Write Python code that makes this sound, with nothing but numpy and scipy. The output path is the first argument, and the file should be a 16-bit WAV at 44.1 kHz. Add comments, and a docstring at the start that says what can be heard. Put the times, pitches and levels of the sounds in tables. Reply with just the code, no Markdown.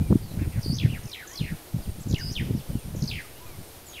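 """Dry open bush. From the start the air hisses steadily, gusts buffet the microphone and an insect
chirps, high and faint. Far birds call softly on and off, and the hardest swirls of wind land as thumps.
After about 0.6 s near birds join in with warbling whistles that fall in pitch, and the far ones answer.
Scrub and trees scatter all the calls. The wind dies down as a last whistle falls, just before 4 s."""
import sys
import numpy as np
from scipy import signal
from scipy.fft import rfft, irfft
from scipy.io import wavfile
from scipy.ndimage import uniform_filter1d

SR = 44100
rng = np.random.default_rng(int(sys.argv[2]) if len(sys.argv) > 2 else 0)


def unload_audio(sound):
    """Save the sound as a 16-bit wav file, at the path given as the first command line argument."""
    columns = np.transpose(np.atleast_2d(sound))
    # keep every value between -1 and 1, then stretch to whole-number steps
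    steps = np.round(np.clip(columns, -1, 1) * 32767)
    wavfile.write(sys.argv[1], SR, steps.astype(np.int16))


N = 176400  # 4 seconds
T = np.arange(N) / SR


def gain(db):
    """Turn decibels into a number to multiply by."""
    return 10 ** (np.asarray(db) / 20)


def normalize(x):
    """Scale a signal so its average strength (rms) is 1."""
    return x / np.sqrt(np.mean(x ** 2))


def wander(hz):
    """A smooth random wobble of strength 1 that changes about hz times a second."""
    freqs = np.fft.rfftfreq(N, 1 / SR)
    return normalize(irfft(rfft(rng.standard_normal(N)) * np.exp(-(freqs / hz) ** 2), N))


def noise(points):
    """Noise of strength 1, its bass and treble shaped by (frequency_hz, level_db) points."""
    hz, db = np.array(points).T
    freqs = np.fft.rfftfreq(N, 1 / SR) + 1e-3
    shape = gain(np.interp(np.log(freqs), np.log(hz), db)) * np.minimum(freqs / hz[0], 1) ** 2
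    return normalize(irfft(rfft(rng.standard_normal(N)) * shape, N))


def phase_of(hz):
    """The running angle of a wave whose pitch changes."""
    return 2 * np.pi * np.cumsum(hz) / SR


def gate(t, start, end, fade):
    """Fade in around start and out around end."""
    return np.sin(np.pi / 2 * np.clip(np.minimum(t - start, end - t) / fade + .5, 0, 1)) ** 2


# The tone of the hiss, low to high: frequency_hz, relative_level_db
AIR_TONE = [(25, 6.5), (80, 13.5), (130, 9), (200, 0), (340, 8.5), (500, 5), (800, 2.5), (1100, -2.5),
            (1650, -4.5), (2300, -5.5), (3500, -5), (5000, -6), (7500, -9), (9500, -7), (11200, -4.5),
            (13000, -5), (14500, -9), (15700, -13)]
def air():
    """The steady hiss of open country."""
    return noise(AIR_TONE) * gain(-46.5 + .5 * wander(9))


def eddy(t, hz):
    """One swirl of air: a brief drop in pressure with a rebound on either side."""
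    spread = (np.pi * hz * t) ** 2
    return (2 * spread - 1) * np.exp(-spread)


# How the gusts rise and fall: time_s, relative_level_db
GUSTS = [(0.0, -22), (0.08, -31.5), (0.11, -13), (0.17, -24), (0.19, -32.5), (0.3, -38.5), (0.37, -26),
         (0.5, -28.5), (0.52, -36.5), (0.58, -21.5), (0.63, -42), (0.66, -31), (0.7, -23), (0.81, -29),
         (0.86, -17), (0.89, -28.5), (0.93, -24.5), (1.02, -44), (1.06, -25.5), (1.1, -65), (1.37, -62),
         (1.4, -32), (1.44, -23), (1.48, -40), (1.53, -25.5), (1.57, -47), (1.7, -70.5), (1.74, -26),
         (1.76, -23.5), (1.85, -43), (1.88, -28), (1.95, -43), (2.0, -31), (2.04, -49), (2.06, -29),
         (2.14, -22.5), (2.17, -44), (2.26, -28.5), (2.32, -30), (2.34, -43), (2.43, -21), (2.44, -31.5),
         (2.56, -21.5), (2.67, -50), (2.7, -22.5), (2.74, -35.5), (2.75, -21.5), (2.82, -45.5),
         (2.86, -31.5), (2.92, -35.5), (2.96, -25.5), (3.0, -35.5), (3.04, -20), (3.06, -34.5), (3.17, -28),
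         (3.21, -45.5), (3.56, -42.5), (3.59, -34), (3.69, -53.5), (4.0, -61)]
# The tone of the rumble under them: frequency_hz, relative_level_db
RUMBLE_TONE = [(20, -27), (35, -27), (65, -4.5), (95, 1.5), (140, 1), (200, -6), (285, -15.5), (400, -22),
               (600, -30.5), (1200, -48), (3000, -66), (8000, -110)]
def wind():
    """Swirls tumble over the microphone above a rumble; stronger gusts make them shorter and brighter."""
    eddies_per_s, eddy_hz, octaves_per_db = 95, 142.8, .16
    gust_db = np.interp(T, *np.array(GUSTS).T)
    rumble = noise(RUMBLE_TONE)
    flutter_db = 3.5 * wander(62)
    eddies = np.zeros(N)
    for k, (late, pitch, size) in enumerate(rng.standard_normal((1000, 3))):
        i = int((k + .36 * late) / eddies_per_s * SR)
        if 0 <= i < N:
            on = slice(max(i - 900, 0), i + 900)
            octaves = .4 * np.clip(pitch, -2, 2) + octaves_per_db * (gust_db[i] + 21)
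            eddies[on] += gain(2.77 * size) * eddy(T[on] - T[i], eddy_hz * 2 ** octaves)
    flow = normalize(eddies) + gain(-5.5) * rumble
    flow /= np.sqrt(uniform_filter1d(flow ** 2, size=1300))  # even out the loudness over about 30 ms
    return flow * gain(gust_db + flutter_db - 2.5)


def insect():
    """Evenly spaced chirps that swell softly: a thin high tone with a rasp around it."""
    pitch_hz, width_hz, level_db = 8930, 115, -60.5
    first_s, every_s, chirp_s = -.006, .445, .25
    core = wander(width_hz / 2) + 1j * wander(width_hz / 2)
    rasp = gain(-2.5) * (wander(200) + 1j * wander(200))
    tone = np.real((core + rasp) * np.exp(2j * np.pi * pitch_hz * T))  # lift the wobbles up to the pitch
    since_s = (T - first_s + .08) % every_s - .08  # leave room to fade in
    return gain(level_db) * gate(since_s, 0, chirp_s, fade=.12) * tone


# One far call a row: start_s, length_s, first_hz, middle_hz, last_hz, level_db, warble_depth_hz
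FAR_CALLS = [ (0, 0.098, 2290, 2424, 2210, -57.5, 25), (0.212, 0.12, 4940, 4300, 4120, -58, 220),
             (.385, 0.074, 1738, 2195, 1787, -49.5, 530), (0.513, 0.086, 2430, 2137, 1570, -50.5, 380),
             (0.978, 0.089, 2850, 2940, 2800, -69, 10), (1.066, 0.049, 2730, 2520, 2300, -58, 10),
             (1.263, 0.1, 1665, 1850, 2365, -55.5, 15), (1.315, .06, 2930, 3320, 3340, -54.5, 15),
             (1.312, 0.055, 935, 1107, 1110, -55, 10), (1.813, 0.055, 5100, 4380, 2230, -57.5, 60),
             (1.999, 0.042, 5430, 8000, 4900, -51.5, 110), (2.559, 0.058, 6300, 4700, 2360, -54, 150),
             (2.696, 0.16, 3080, 2850, 2190, -61, 45), (3.244, 0.02, 1330, 1220, 1200, -53, 10),
             (3.357, 0.035, 2710, 2870, 2850, -57, 10), (3.387, 0.073, 895, 997, 980, -54.5, 24),
             (3.445, 0.12, 2500, 2340, 2080, -59.5, 10), (3.445, 0.11, 1276, 1185, 1090, -60.5, 5.6)]
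def far_birds():
    """Faint sliding notes that fade in and out on the way here; a fast warble makes some buzz."""
    warble_hz = 104
    out = np.zeros(N)
    fading = gain(.9 * wander(45))
    for start, length, first, middle, last, db, depth in FAR_CALLS:
        on = (T >= start) & (T < start + length)
        progress = (T[on] - start) / length
        arch_hz = np.polyval(np.polyfit([0, .5, 1], [first, middle, last], 2), progress)
        warble = np.sin(phase_of(warble_hz * (1 + .288 * wander(89)[on])))
        tone = np.sqrt(2) * np.sin(phase_of(arch_hz + depth * warble))
        out[on] += gain(db) * gate(progress, .069, 1, fade=.2) * tone
    return out * fading


# Echoes from scrub, then trees: relative_level_db, time_to_fall_60_db_s, build_up_s
ECHOES = [(-5.5, 0.15, 0.004), (-10, 0.5, 0.06)]
def bush_echoes(calls):
    """The calls, plus a quick scatter from nearby scrub and a faint long tail from the trees."""
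    out = calls
    for db, fall_s, build_s in ECHOES:
        tail = noise([(500, -9), (3000, -5), (5000, -4.5), (9000, -6), (16000, -28)])
        tail *= np.exp(-np.log(1000) * T / fall_s) * (1 - np.exp(-T / build_s))
        tail /= np.sqrt(np.sum(tail ** 2))
        out = out + .5 * gain(db) * signal.fftconvolve(calls, tail)[:N]
    return out


# One thump of wind a row: time_s, pitch_hz, peak_db
THUMPS = [(0.016, 205, -15), (.105, 220, -15.5), (0.1279, 346, -11.5), (.127, 880, -20.5),
          (0.1576, 231, -6), (.422, 226, -18), (0.663, 288, -21), (0.702, 150, -14), (.731, 205, -16),
          (.838, 240, -19), (0.851, 140, -10), (.859, 146, -11.5), (.933, 190, -23.5), (1.437, 168, -30),
          (1.747, 155, -18.5), (1.765, 170, -24), (2.074, 220, -24), (2.14, 139, -12.5), (2.509, 290, -19),
          (2.552, 195, -15.5), (2.701, 170, -29), (2.757, 208, -17.5), (2.951, 483, -28), (3.04, 188, -18)]
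def wind_thumps():
    """The hardest swirls hit the microphone, each swinging for a cycle or two."""
    out = np.zeros(N)
    for time_s, hz, db in THUMPS:
        cycles = hz * (T - time_s)
        out -= gain(db) * np.cos(2 * np.pi * cycles) * np.exp(-(cycles / .57) ** 2)
    return out


# One list of points for each near call: time_s, pitch_hz, relative_level_db, warble_depth_hz, warbles_per_s
NEAR_CALLS = [
    [(.617, 5400, -50, 790, 77), (.648, 4640, -43, 220, 69), (.72, 4650, -40, 210, 69),
     (.752, 5586, -36.5, 860, 92), (.772, 5245, -42, 1230, 58.5), (.792, 3600, -32.5, 710, 75),
     (.806, 3180, -34.5, 600, 63), (.84, 2083, -43, 345, 90), (.872, 1680, -50, 200, 94)],
    [(.885, 2550, -58, 200, 137), (.91, 3050, -48.5, 200, 132), (.94, 2613, -44.5, 300, 71),
     (.98, 1473, -50, 248, 106)],
    [(1.033, 6100, -50.5, 787, 50.4), (1.075, 5930, -45, 1110, 48), (1.105, 5300, -42, 1000, 49),
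     (1.122, 4300, -44, 600, 52), (1.133, 3720, -38.5, 302, 72.3), (1.147, 3057, -41, 555, 83.4),
     (1.165, 2293, -44.5, 456, 80), (1.21, 1994, -46, 200, 105), (1.255, 1296, -54, 80, 57)],
    [(1.274, 6550, -42, 705, 53.3), (1.32, 6420, -46, 543, 51.5), (1.358, 5500, -39, 900, 44.5),
     (1.378, 4600, -36, 644, 56), (1.39, 3826, -39.5, 250, 75), (1.425, 2582, -44.5, 403, 81),
     (1.505, 1910, -44, 265, 122), (1.535, 1454, -56, 151, 130)],
    [(2.087, 6820, -48, 690, 98), (2.11, 5620, -40, 1290, 76), (2.128, 4680, -38.5, 1670, 62),
     (2.14, 4200, -25, 1450, 50.6), (2.15, 2850, -44, 297, 43), (2.162, 2700, -32.5, 278, 47),
     (2.172, 2260, -46, 200, 63), (2.185, 2010, -42.5, 130, 34), (2.225, 1433, -50, 50.3, 79)],
    [(2.183, 6000, -46, 805, 72), (2.21, 4884, -44.5, 247, 80), (2.295, 4855, -41.5, 170, 80),
     (2.327, 6300, -44, 550, 68), (2.351, 3980, -37, 576, 80), (2.37, 3106, -33, 380, 88),
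     (2.40, 2127, -41.5, 247, 97), (2.43, 1485, -53, 150, 67)],
    [(2.961, 6400, -48.5, 600, 72), (3.006, 6300, -52, 940, 64), (3.027, 5400, -36, 1220, 61.4),
     (3.07, 5500, -45, 1000, 53.4), (3.081, 4900, -33, 400, 66), (3.096, 4230, -41.5, 347, 96),
     (3.12, 2954, -35.5, 650, 82), (3.15, 2630, -40, 420, 97), (3.20, 1940, -40, 222, 79),
     (3.235, 1470, -62, 120, 72)],
    [(3.862, 7750, -54, 200, 45), (3.897, 6600, -50, 120, 67), (3.926, 6500, -53, 80, 99)],
    [(3.93, 3700, -50, 250, 51), (3.948, 3310, -45, 465, 101), (3.975, 2680, -41.5, 457, 75),
     (4.0, 2240, -42, 403, 97)],
]
# The most each call's overtone (an octave up) can reach beside its main tone: relative_level_db
OVERTONES = [-12, -40, -40, -40, -40, -32, -40, -40, -40]
def near_birds():
    """A nearly pure tone glides down while an uneven warble swings its pitch, loudest on each downswing."""
    edge_s, warble_skew, upswing_db_per_khz, break_up_hz = .004, .3, -13, 69
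    beak_hz, beak_width_hz = 9400, 1500
    out = np.zeros(N)
    jitter = 1 + .0156 * wander(310)
    flicker_db = 2.3 * wander(129)
    swing = 1 + .203 * wander(64)
    for call, overtone_db in zip(NEAR_CALLS, OVERTONES):
        times, *columns = np.array(call).T
        on = (T > times[0] - 2 * edge_s) & (T < times[-1] + 2 * edge_s)
        t = T[on]
        hz, db, depth, rate = (np.interp(t, times, column) for column in columns)
        warble = phase_of(rate) - 2 * np.pi * rate[0] * (times[0] - t[0])
        bend_hz = depth * swing[on] * np.cos(warble + warble_skew * (1 - np.cos(warble)))
        phase = phase_of((hz + bend_hz) * jitter[on])
        # The voice weakens on each upswing, so wide, slow warbles break into separate chips.
        dip_db = upswing_db_per_khz * depth / 1000 * (break_up_hz / rate) ** 2
        dip_db *= .65 - .5 * np.sin(warble + .2)
        # The overtone carries when it is near the pitch the beak rings at and the warble is narrow.
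        beak = np.exp(-((2 * hz - beak_hz) / beak_width_hz) ** 2 - (depth / 550) ** 2)
        tone = np.sqrt(2) * (np.sin(phase) + gain(overtone_db) * beak * np.sin(2 * phase))
        fade = gate(t, times[0] - edge_s, times[-1] + edge_s, 2 * edge_s)
        out[on] += gain(db + 2.5 + flicker_db[on] + dip_db) * fade * tone
    return out


def scene():
    """All the sounds meet at one microphone; only the birds echo."""
    birds = bush_echoes(near_birds() + far_birds())
    return (birds + wind() + wind_thumps() + insect() + air())[None]


def record(dry):
    """The recorder cuts off the highest treble."""
    top_hz = 15700
    return signal.sosfilt(signal.ellip(14, .2, 90, top_hz, fs=SR, output="sos"), dry)


dry = scene()
out = record(dry)
unload_audio(out)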